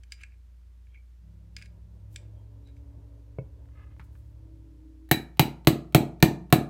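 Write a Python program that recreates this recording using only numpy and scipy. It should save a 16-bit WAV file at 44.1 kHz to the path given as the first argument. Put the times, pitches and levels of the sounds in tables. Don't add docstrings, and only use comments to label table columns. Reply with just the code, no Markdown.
import sys
import numpy as np
from scipy import signal
from scipy.fft import rfft, irfft
from scipy.io import wavfile
from scipy.ndimage import uniform_filter1d

SR = 44100
rng = np.random.default_rng(int(sys.argv[2]) if len(sys.argv) > 2 else 0)


def to_wav(s):
    ch = np.atleast_2d(s).T
    pcm = np.round(np.clip(ch, -1, 1) * 32767)
    wavfile.write(sys.argv[1], SR, pcm.astype(np.int16))


def convert_level_to_amplitude(level_db):
    exponent = np.asarray(level_db, float) / 20
    return 10 ** exponent


N = 295029

# (time [s], bench thud [dB], pin ring [dB], head ring over part ring [dB], stand shake [dB])
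BLOWS = [
    (5.1132, -11.5, -28, 7.5, -48),
    (5.395, -8.5, -32, 6, -34),
    (5.6718, -5.5, -44, 11, -25),
    (5.9473, -3.5, -39.5, -6.5, -34),
    (6.2258, -5.5, -43, -1, -18),
    (6.5256, -3.5, -33, -7.5, -35),
]
# (frequency [Hz], level [dB], t60 [s])
PIN_MODES = [(2275, -10, .3), (2345, -12, .24), (2450, -12, .24), (3860, -5, .04), (3930, 0, .25),
             (3969, -7, .17), (4010, -9, .03)]
# (frequency [Hz], level [dB], t60 [s])
STEEL_MODES = [(1250, -6, .02), (1820, 0, .025), (2150, -4, .03), (2400, -4, .035), (2800, -1, .025),
               (3300, -5, .02)]
# (frequency [Hz], level [dB], t60 [s])
HEAD_MODES = [(6347, -16, .12), (7930, -16, .06), (10600, -6, .04), (12140, -9, .05), (12380, 1, .03),
              (14300, 0, .02)]
# (frequency [Hz], level [dB], t60 [s])
FREE_RING = [(2400, -41, .18), (3957, -35, .2), (7946, -38.5, .19), (12076, -34, .17)]
# (frequency [Hz], level [dB], t60 [s])
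BENCH_MODES = [(152.3, -2.5, 0.27), (179, -4.5, 0.17), (248, -6, 0.054), (272, -14.5, 0.12),
               (323.6, 0.5, 0.06), (398, -16, 0.17), (425.6, -8, .06), (594, -7, 0.051),
               (647.5, -11.5, 0.093), (708.4, -0.5, 0.043), (845, -5.5, 0.031)]
# (frequency [Hz], level [dB])
CRACK_COLOUR = [(300, -20), (800, 3.5), (1300, -5), (1900, 2.5), (2800, 2), (3300, -1.5), (4100, 1.5),
                (5200, -11.5), (8000, -8.5), (10000, -11.5), (12200, -6.5), (13200, -2), (14500, -10),
                (16000, -5.5)]
# (delay [s], level [dB])
KNOCKS = [(0.033, -7.5), (0.0355, -17), (0.0588, -11.5), (.072, -23), (.086, -16), (0.0885, -19.5),
          (0.117, -25)]
CRACK_DB, CRACK_FOLLOWS, RING_DB = -6, 0.2, -27
BODY_HZ, BODY_FOLLOWS = 1340, 1
SETTLE_S, SETTLE_DB = .0235, -17

# (time [s], peak [dB], bright share [dB])
TICKS = [(0.0348, -48.5, -4), (0.1209, -31, -4), (0.2346, -30, -16), (0.3205, -54, -30), (0.34, -59, -25),
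         (0.868, -57, -18), (0.945, -48.5, -30), (1.5655, -31, -6.5), (1.615, -39.5, -21),
         (1.623, -37, -11.5), (1.6581, -46, -7), (2.16, -34, -1), (2.673, -66, 2), (2.7653, -56, -16)]
# (middle [s], hold [s], low ring [dB], bright ring [dB])
SLIDES = [(0.133, .002, -49, -53), (0.192, .02, -54, -76), (0.216, 0.0075, -43.5, -58.5),
          (0.242, .01, -50, -77), (0.337, .01, -64, -89), (0.955, 0.0036, -62, -83),
          (1.588, .002, -43.5, -53), (1.63, 0.061, -53.5, -66), (2.167, 0.03, -59, -63),
          (2.223, 0.082, -66, -86), (2.687, .004, -58, -73), (2.772, .01, -80, -73)]
SLIDE_RISE_DB_S, SLIDE_FALL_DB_S = 747, 896
# (frequency [Hz], level [dB], t60 [s])
HELD_MID_MODES = [(1650, -3, .03), (1950, -6, .015), (2200, -2, .03), (2400, -2, .03), (2650, -5, .02)]
# (frequency [Hz], level [dB], t60 [s])
HELD_HIGH_MODES = [(3210, -7, .015), (3600, -7, .015), (3860, -4, .022), (4300, -7, .015), (4830, -4, .028),
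                   (5080, -8, .02), (6100, -5, .016), (7170, -8, .024), (7370, -10, .025), (7900, -10, .02),
                   (9135, -11, .02)]
# (frequency [Hz], level [dB per Hz])
GRIT_COLOUR = [(900, -70), (1500, -5.5), (3000, 4), (5000, 3.5), (9500, -1.5), (11000, -53), (16000, -7)]
# (time [s], level [dB])
SET_DOWN = [
    (3.386, -32),
]
# (frequency [Hz], level [dB], t60 [s])
BLOCK_MODES = [(131.6, 5, 0.14), (165, -6.5, 0.17), (324, -10.5, 0.061), (437, 0.5, 0.043),
               (529, -5, 0.098), (610, -2.5, 0.044), (970, -10, 0.03), (2220, -4, 0.036),
               (2600, -16, 0.095)]
# (middle [s], hold [s], level [dB], frequency [Hz])
SQUEAKS = [
    (0.96, 0.01, -58, 2300),
    (.93, 0.052, -83, 3200),
    (2.39, .04, -83, 3200),
    (2.678, 0.021, -70, 3880),
    (2.69, 0.022, -84, 830),
]

# (middle [s], hold [s], level [dB])
RUBS = [
    (3.808, 0.067, -63.5),
    (3.874, 0.092, -72.5),
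]
# (frequency [Hz], width [Hz], level [dB])
RUB_MODES = [(1260, 60, -2), (1680, 90, -3), (2050, 80, -4), (2480, 120, -10), (2740, 100, -20)]
RUB_RISE_DB_S, RUB_FALL_DB_S = 294, 350
# (middle [s], hold [s], level [dB])
LIFTS = [
    (2.14, .025, -70),
    (3.997, .002, -76),
    (4.044, .002, -71),
    (4.167, 0.078, -78),
    (4.277, .08, -84),
]
LIFT_RISE_DB_S, LIFT_FALL_DB_S = 600, 511
# (time [s], level [dB], t60 [s])
HANDLE_SHIFTS = [
    (3.657, -66, 0.0092),
    (3.688, -63, 0.016),
    (3.965, -61, .015),
    (3.996, -47, 0.057),
    (4.012, -62.5, 0.11),
    (4.153, -61, 0.05),
]
# (frequency [Hz], level [dB per Hz])
HANDLE_COLOUR = [(500, -42), (900, 5), (1300, 7.5), (2200, 1), (3200, -9), (5000, -19), (12000, -39)]
# (time [s], level [dB])
NUDGES = [
    (2.975, -48),
    (3.995, -49),
]
# (frequency [Hz], level [dB], t60 [s])
STAND_MODES = [(44, 0, .07), (58, -3, .07)]

# (frequency [Hz], t60 [s])
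ROOM_T60 = [(60, 0.14), (160, 0.72), (420, 0.4), (1100, 0.39), (2900, 0.25), (7700, 0.27), (16000, 0.14)]

# (time [s], speed [cycles per s])
ENGINE_SPEED = [(1.1, 32), (2.35, 34.9), (2.85, 35.6), (3.4, 35.8), (4.6, 35.5), (5.1, 35)]
ENGINE_ORDERS = {2: [(2.0, .8, -55), (2.85, 0.04, -46), (3.9, 0.75, -49)], 3: [(1.6, 0.56, -53.5),
                 (2.3, 0.54, -47), (3.6, 1.9, -52)], 4: [(2.15, .1, -64), (4.3, .9, -63.5)],
                 5: [(1.6, 0.67, -60.5), (2.25, 0.53, -68), (4.2, 0.77, -74)], 8: [(2.85, 0.48, -61),
                 (3.7, 0.76, -66), (4.7, .5, -64.5)], 9: [(2.2, 0.073, -67.5), (4.1, 0.52, -70),
                 (4.85, 0.56, -57)]}
# (order [-], level re order 5 [dB])
WITH_5 = [(6, -7.5), (10, -16.5)]
# (order [-], level re order 8 [dB])
WITH_8 = [(7, -14), (11, -20.5), (12, -14), (14, -23), (16, -17.5)]
SWELL_DB_S, FADE_DB_S, ORDER_REST_DB = 51, 46.5, -86.5
# (time [s], level [dB])
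ROAD_LEVEL = [(0, -85), (1.11, -85), (1.28, -74.5), (2.2, -68), (3.5, -68.5), (4.75, -71), (5.05, -78.5)]
# (frequency [Hz], level [dB])
ROAD_COLOUR = [(60, -15), (110, 9), (170, -22.5), (280, -8), (450, -12), (600, -9), (750, -22.5),
               (930, -16), (1200, -28.5), (2500, -50.5)]
# (frequency [Hz], level [dB rms])
HUM = [(59.2, -50), (86.1, -65.5), (172.3, -78)]
# (frequency [Hz], level [dB])
AIR_COLOUR = [(20, -35.5), (45, -13.5), (90, 6.5), (130, -10), (190, -16), (300, -18.5), (600, -29.5),
              (1500, -29.5), (6000, -36.5), (12000, -42), (15000, -41.5), (15900, -54.5), (17000, -59)]
AIR_DB = -64


def rms_one(x):
    return x / np.sqrt(np.mean(x ** 2) + 1e-20)


def filtered(x, order, hz, kind="low"):
    return signal.sosfilt(signal.butter(order, hz, kind, fs=SR, output="sos"), x)


def in_time(rows):
    s, *columns = np.transpose(rows)
    return [np.interp(np.arange(N) / SR, s, c) for c in columns]


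def at_hz(points, hz):
    table_hz, value = np.transpose(points)
    return np.interp(np.log(hz), np.log(table_hz), value)


def coloured(spectrum, size):
    hz = np.fft.rfftfreq(size, 1 / SR) + 1
    return rms_one(irfft(rfft(rng.standard_normal(size)) * convert_level_to_amplitude(at_hz(spectrum, hz)), size))


def drift(rate_hz):
    size = int(N / SR * 200) + 400
    r = np.exp(-2 * np.pi * rate_hz / 200)
    slow = signal.lfilter([1], [1, -2 * r, r * r], rng.standard_normal(size))[200:]
    return np.interp(np.arange(N) / SR * 200, np.arange(len(slow)), rms_one(slow - slow.mean()))


def ring(force, hz, t60_s):
    r, w = convert_level_to_amplitude(-60 / (t60_s * SR)), 2 * np.pi * hz / SR
    return signal.lfilter([0, np.sin(w)], [1, -2 * r * np.cos(w), r * r], force + 1e-18)


def clicks(times_s, sizes):
    out = np.zeros(N)
    at = (np.asarray(times_s) * SR).astype(int)
    np.add.at(out, np.clip(at, 0, N - 1), sizes)
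    return out


def bursts(times_s, level_db, t60_s):
    r = convert_level_to_amplitude(-60 / (t60_s * SR))
    return signal.lfilter([1], [1, -r], clicks(times_s, convert_level_to_amplitude(level_db)))


def strokes(middle_s, hold_s, level_db, rise_db_s, fall_db_s):
    late = np.arange(0, N + 32, 32)[:, None] / SR - np.asarray(middle_s)
    half = np.abs(hold_s) / 2
    rise_db = rise_db_s * np.maximum(-late - half, 0)
    fall_db = fall_db_s * np.maximum(late - half, 0)
    db = (level_db - rise_db - fall_db).max(axis=1)
    return np.interp(np.arange(N) / 32, np.arange(len(db)), np.maximum(db, -130))


def struck(modes, times_s, level_db, spread_db, slide=0):
    luck = rng.standard_normal((len(times_s), len(modes), 2))
    out, rub = np.zeros(N), slide * rng.standard_normal(N)
    for k, (hz, db, t60_s) in enumerate(modes):
        moment_s = times_s + 0.00076 * np.abs(luck[:, k, 1])
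        force = clicks(moment_s, convert_level_to_amplitude(level_db + spread_db * luck[:, k, 0]))
        out += convert_level_to_amplitude(db) * ring(force + rub, hz, t60_s)
    return out


def thump(modes, times_s, level_db, spread_db, soft):
    luck = rng.standard_normal((len(times_s), len(modes)))
    out = np.zeros(N)
    for k, (hz, db, t60_s) in enumerate(modes):
        out += ring(clicks(times_s, convert_level_to_amplitude(level_db + db + spread_db * luck[:, k])), hz, t60_s)
    return signal.lfilter([1 - soft], [1, -soft], out)


def hammer():
    s, thud_db, pin_db, head_share_db, _ = np.transpose(BLOWS)

    noise = coloured(CRACK_COLOUR, N)
    body = signal.sosfiltfilt(signal.butter(2, BODY_HZ, fs=SR, output="sos"), noise)
    crack = np.zeros(N)
    for db, part in [(CRACK_DB + CRACK_FOLLOWS * thud_db, noise - body),
                     (BODY_FOLLOWS * thud_db + 3.5, body)]:
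        crack += (bursts(s, db, 0.012) + bursts(s, db - 12, 0.089)) * part

    pin = struck(PIN_MODES, s, pin_db, spread_db=1.5)
    steel = struck(STEEL_MODES, s, RING_DB - head_share_db / 2, spread_db=8.0)
    head = struck(HEAD_MODES, s, RING_DB + head_share_db / 2, spread_db=3.5)
    free = struck(FREE_RING, s, 0, spread_db=0)

    airborne = np.cumsum(clicks(s, 0.96) - clicks(s + SETTLE_S, 0.96))
    damping = convert_level_to_amplitude(SETTLE_DB * (1 - uniform_filter1d(airborne, size=130)))
    wood = damping * thump(BENCH_MODES, s + 0.002122, thud_db + 0.49, spread_db=2.0, soft=0.92)

    late = sum(clicks(s + delay_s, convert_level_to_amplitude(thud_db + db + 5.0)) for delay_s, db in KNOCKS)
    knocks = signal.lfilter([.08], [1, -.92], ring(late, 235, 0.017))
    return crack + pin + steel + head + free + wood + knocks


def fingers():
    s, peak_db, bright_db = np.transpose(TICKS)
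    middle_s, hold_s, low_db, high_db = np.transpose(SLIDES)
    grain_size = convert_level_to_amplitude(1.1 * np.minimum(rng.exponential(1, N), 4))
    grains = (rng.random(N) < 4000 / SR) * grain_size
    dull = convert_level_to_amplitude(strokes(middle_s, hold_s, low_db, SLIDE_RISE_DB_S, SLIDE_FALL_DB_S)) * grains
    sharp = convert_level_to_amplitude(strokes(middle_s, hold_s, high_db, SLIDE_RISE_DB_S, SLIDE_FALL_DB_S)) * grains

    middle = struck(HELD_MID_MODES, s, peak_db - 9, spread_db=0.5, slide=convert_level_to_amplitude(-23.5) * dull)
    bright = struck(HELD_HIGH_MODES, s, peak_db + bright_db - 10.5, spread_db=8.5, slide=convert_level_to_amplitude(-17.5) * sharp)
    grit_level = bursts(s, peak_db + bright_db - 4.5, 0.021) + convert_level_to_amplitude(-9.0) * sharp
    grit = grit_level * coloured(GRIT_COLOUR, N)

    down_s, down_db = np.transpose(SET_DOWN)
    scuff = bursts(down_s, down_db - 22, 0.035) * coloured(HANDLE_COLOUR, N)
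    laid = scuff + thump(BLOCK_MODES, down_s, down_db, spread_db=2.5, soft=0.9)
    return filtered(middle + bright + grit, 4, 1450, "high") + filtered(laid, 4, 3200)


def squeaks():
    noise = rng.standard_normal(N)
    out = np.zeros(N)
    for s, hold_s, db, hz in SQUEAKS:
        tone = rms_one(ring(ring(noise, hz, .014), hz, .014))
        out += convert_level_to_amplitude(strokes([s], hold_s, db, 700, 500)) * tone
    return out


def mat():
    noise = rng.standard_normal(N)
    hollow = sum(convert_level_to_amplitude(db) * rms_one(ring(noise, hz, 2.1 / width_hz)) for hz, width_hz, db in RUB_MODES)
    hollow = hollow * convert_level_to_amplitude(2.6 * drift(40))
    grains = (rng.random(N) < 4000 / SR) * rng.standard_normal(N)
    rustle = filtered(grains, 2, 5000, "high")
    rub_db = strokes(*np.transpose(RUBS), RUB_RISE_DB_S, RUB_FALL_DB_S)
    lift_db = strokes(*np.transpose(LIFTS), LIFT_RISE_DB_S, LIFT_FALL_DB_S)
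    return convert_level_to_amplitude(rub_db) * rms_one(hollow) + convert_level_to_amplitude(lift_db) * rms_one(rustle)


def handle():
    level = sum(bursts([s], db, t60_s) for s, db, t60_s in HANDLE_SHIFTS)
    return level * coloured(HANDLE_COLOUR, N)


def wrist():
    s, db = np.transpose(NUDGES)
    return thump(BENCH_MODES[:7], s, db, spread_db=5, soft=0.97)


def stand():
    s, *_, shake_db = np.transpose(BLOWS)
    return thump(STAND_MODES, s + .003, shake_db, spread_db=1.5, soft=0.98)


def room(x):
    size = SR // 2
    t, tail = np.arange(size) / SR, np.zeros(size)
    edges_hz = 44 * 2 ** np.arange(0, 9, .5)
    for low, high in zip(edges_hz, edges_hz[1:]):
        band = filtered(rng.standard_normal(size), 2, [low, high], "band")
        tail += band * convert_level_to_amplitude(-60 * t / at_hz(ROOM_T60, np.sqrt(low * high)))
    tail *= 1 - np.exp(-t / 0.00067)
    return signal.fftconvolve(x, tail / np.sqrt(np.sum(tail ** 2)))[:N]


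def engine():
    turn = 2 * np.pi * np.cumsum(in_time(ENGINE_SPEED)[0]) / SR
    level_db = {}
    for k, rows in ENGINE_ORDERS.items():
        swell_db = strokes(*np.transpose(rows), SWELL_DB_S, FADE_DB_S)
        level_db[k] = np.maximum(swell_db, ORDER_REST_DB)
    orders = list(level_db.items())
    orders += [(k, level_db[5] + db) for k, db in WITH_5]
    orders += [(k, level_db[8] + db) for k, db in WITH_8]

    tones = np.zeros(N)
    for k, db in orders:
        phase = round(k) * turn + 0.12 * k * drift(3.1)
        tones += convert_level_to_amplitude(db + 0.25 * k * drift(11)) * np.sin(phase)
    near = np.interp(np.arange(N) / SR, [1.12, 1.24, 5.1, 6.4], [0.026, 0.83, 0.82, 0.21])
    road_db = in_time(ROAD_LEVEL)[0] + 4.5 + 1.9 * drift(5.5)
    return np.sqrt(2) * near * tones + convert_level_to_amplitude(road_db) * coloured(ROAD_COLOUR, N)


def workshop():
    t, hum = np.arange(N) / SR, np.zeros(N)
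    for hz, db in HUM:
        hum += convert_level_to_amplitude(db + 0.34 * drift(3.5)) * np.sin(2 * np.pi * hz * t + 0.11 * drift(0.76))
    return np.sqrt(2) * hum + convert_level_to_amplitude(AIR_DB) * coloured(AIR_COLOUR, N)


def scene():
    sources = hammer() + fingers() + squeaks() + mat() + handle() + wrist()
    near = filtered(sources, 2, 110, "high")
    reflected = convert_level_to_amplitude(-15.5) * room(filtered(near, 1, 260, "high"))
    return (near + reflected + stand() + engine() + workshop())[None]


def top_cut(x):
    return signal.sosfilt(signal.butter(12, 17100, fs=SR, output="sos"), x)


def record(dry):
    rounded = 0.62 * np.tanh(dry / 0.58)
    ghost = convert_level_to_amplitude(-44) * np.pad(rounded[:, 1024:], ((0, 0), (0, 1024)), "reflect")
    cut = signal.sosfilt(signal.cheby2(12, 60, 16850, fs=SR, output="sos"), rounded + ghost)
    return top_cut(cut)


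dry = scene()
out = record(dry)
to_wav(out)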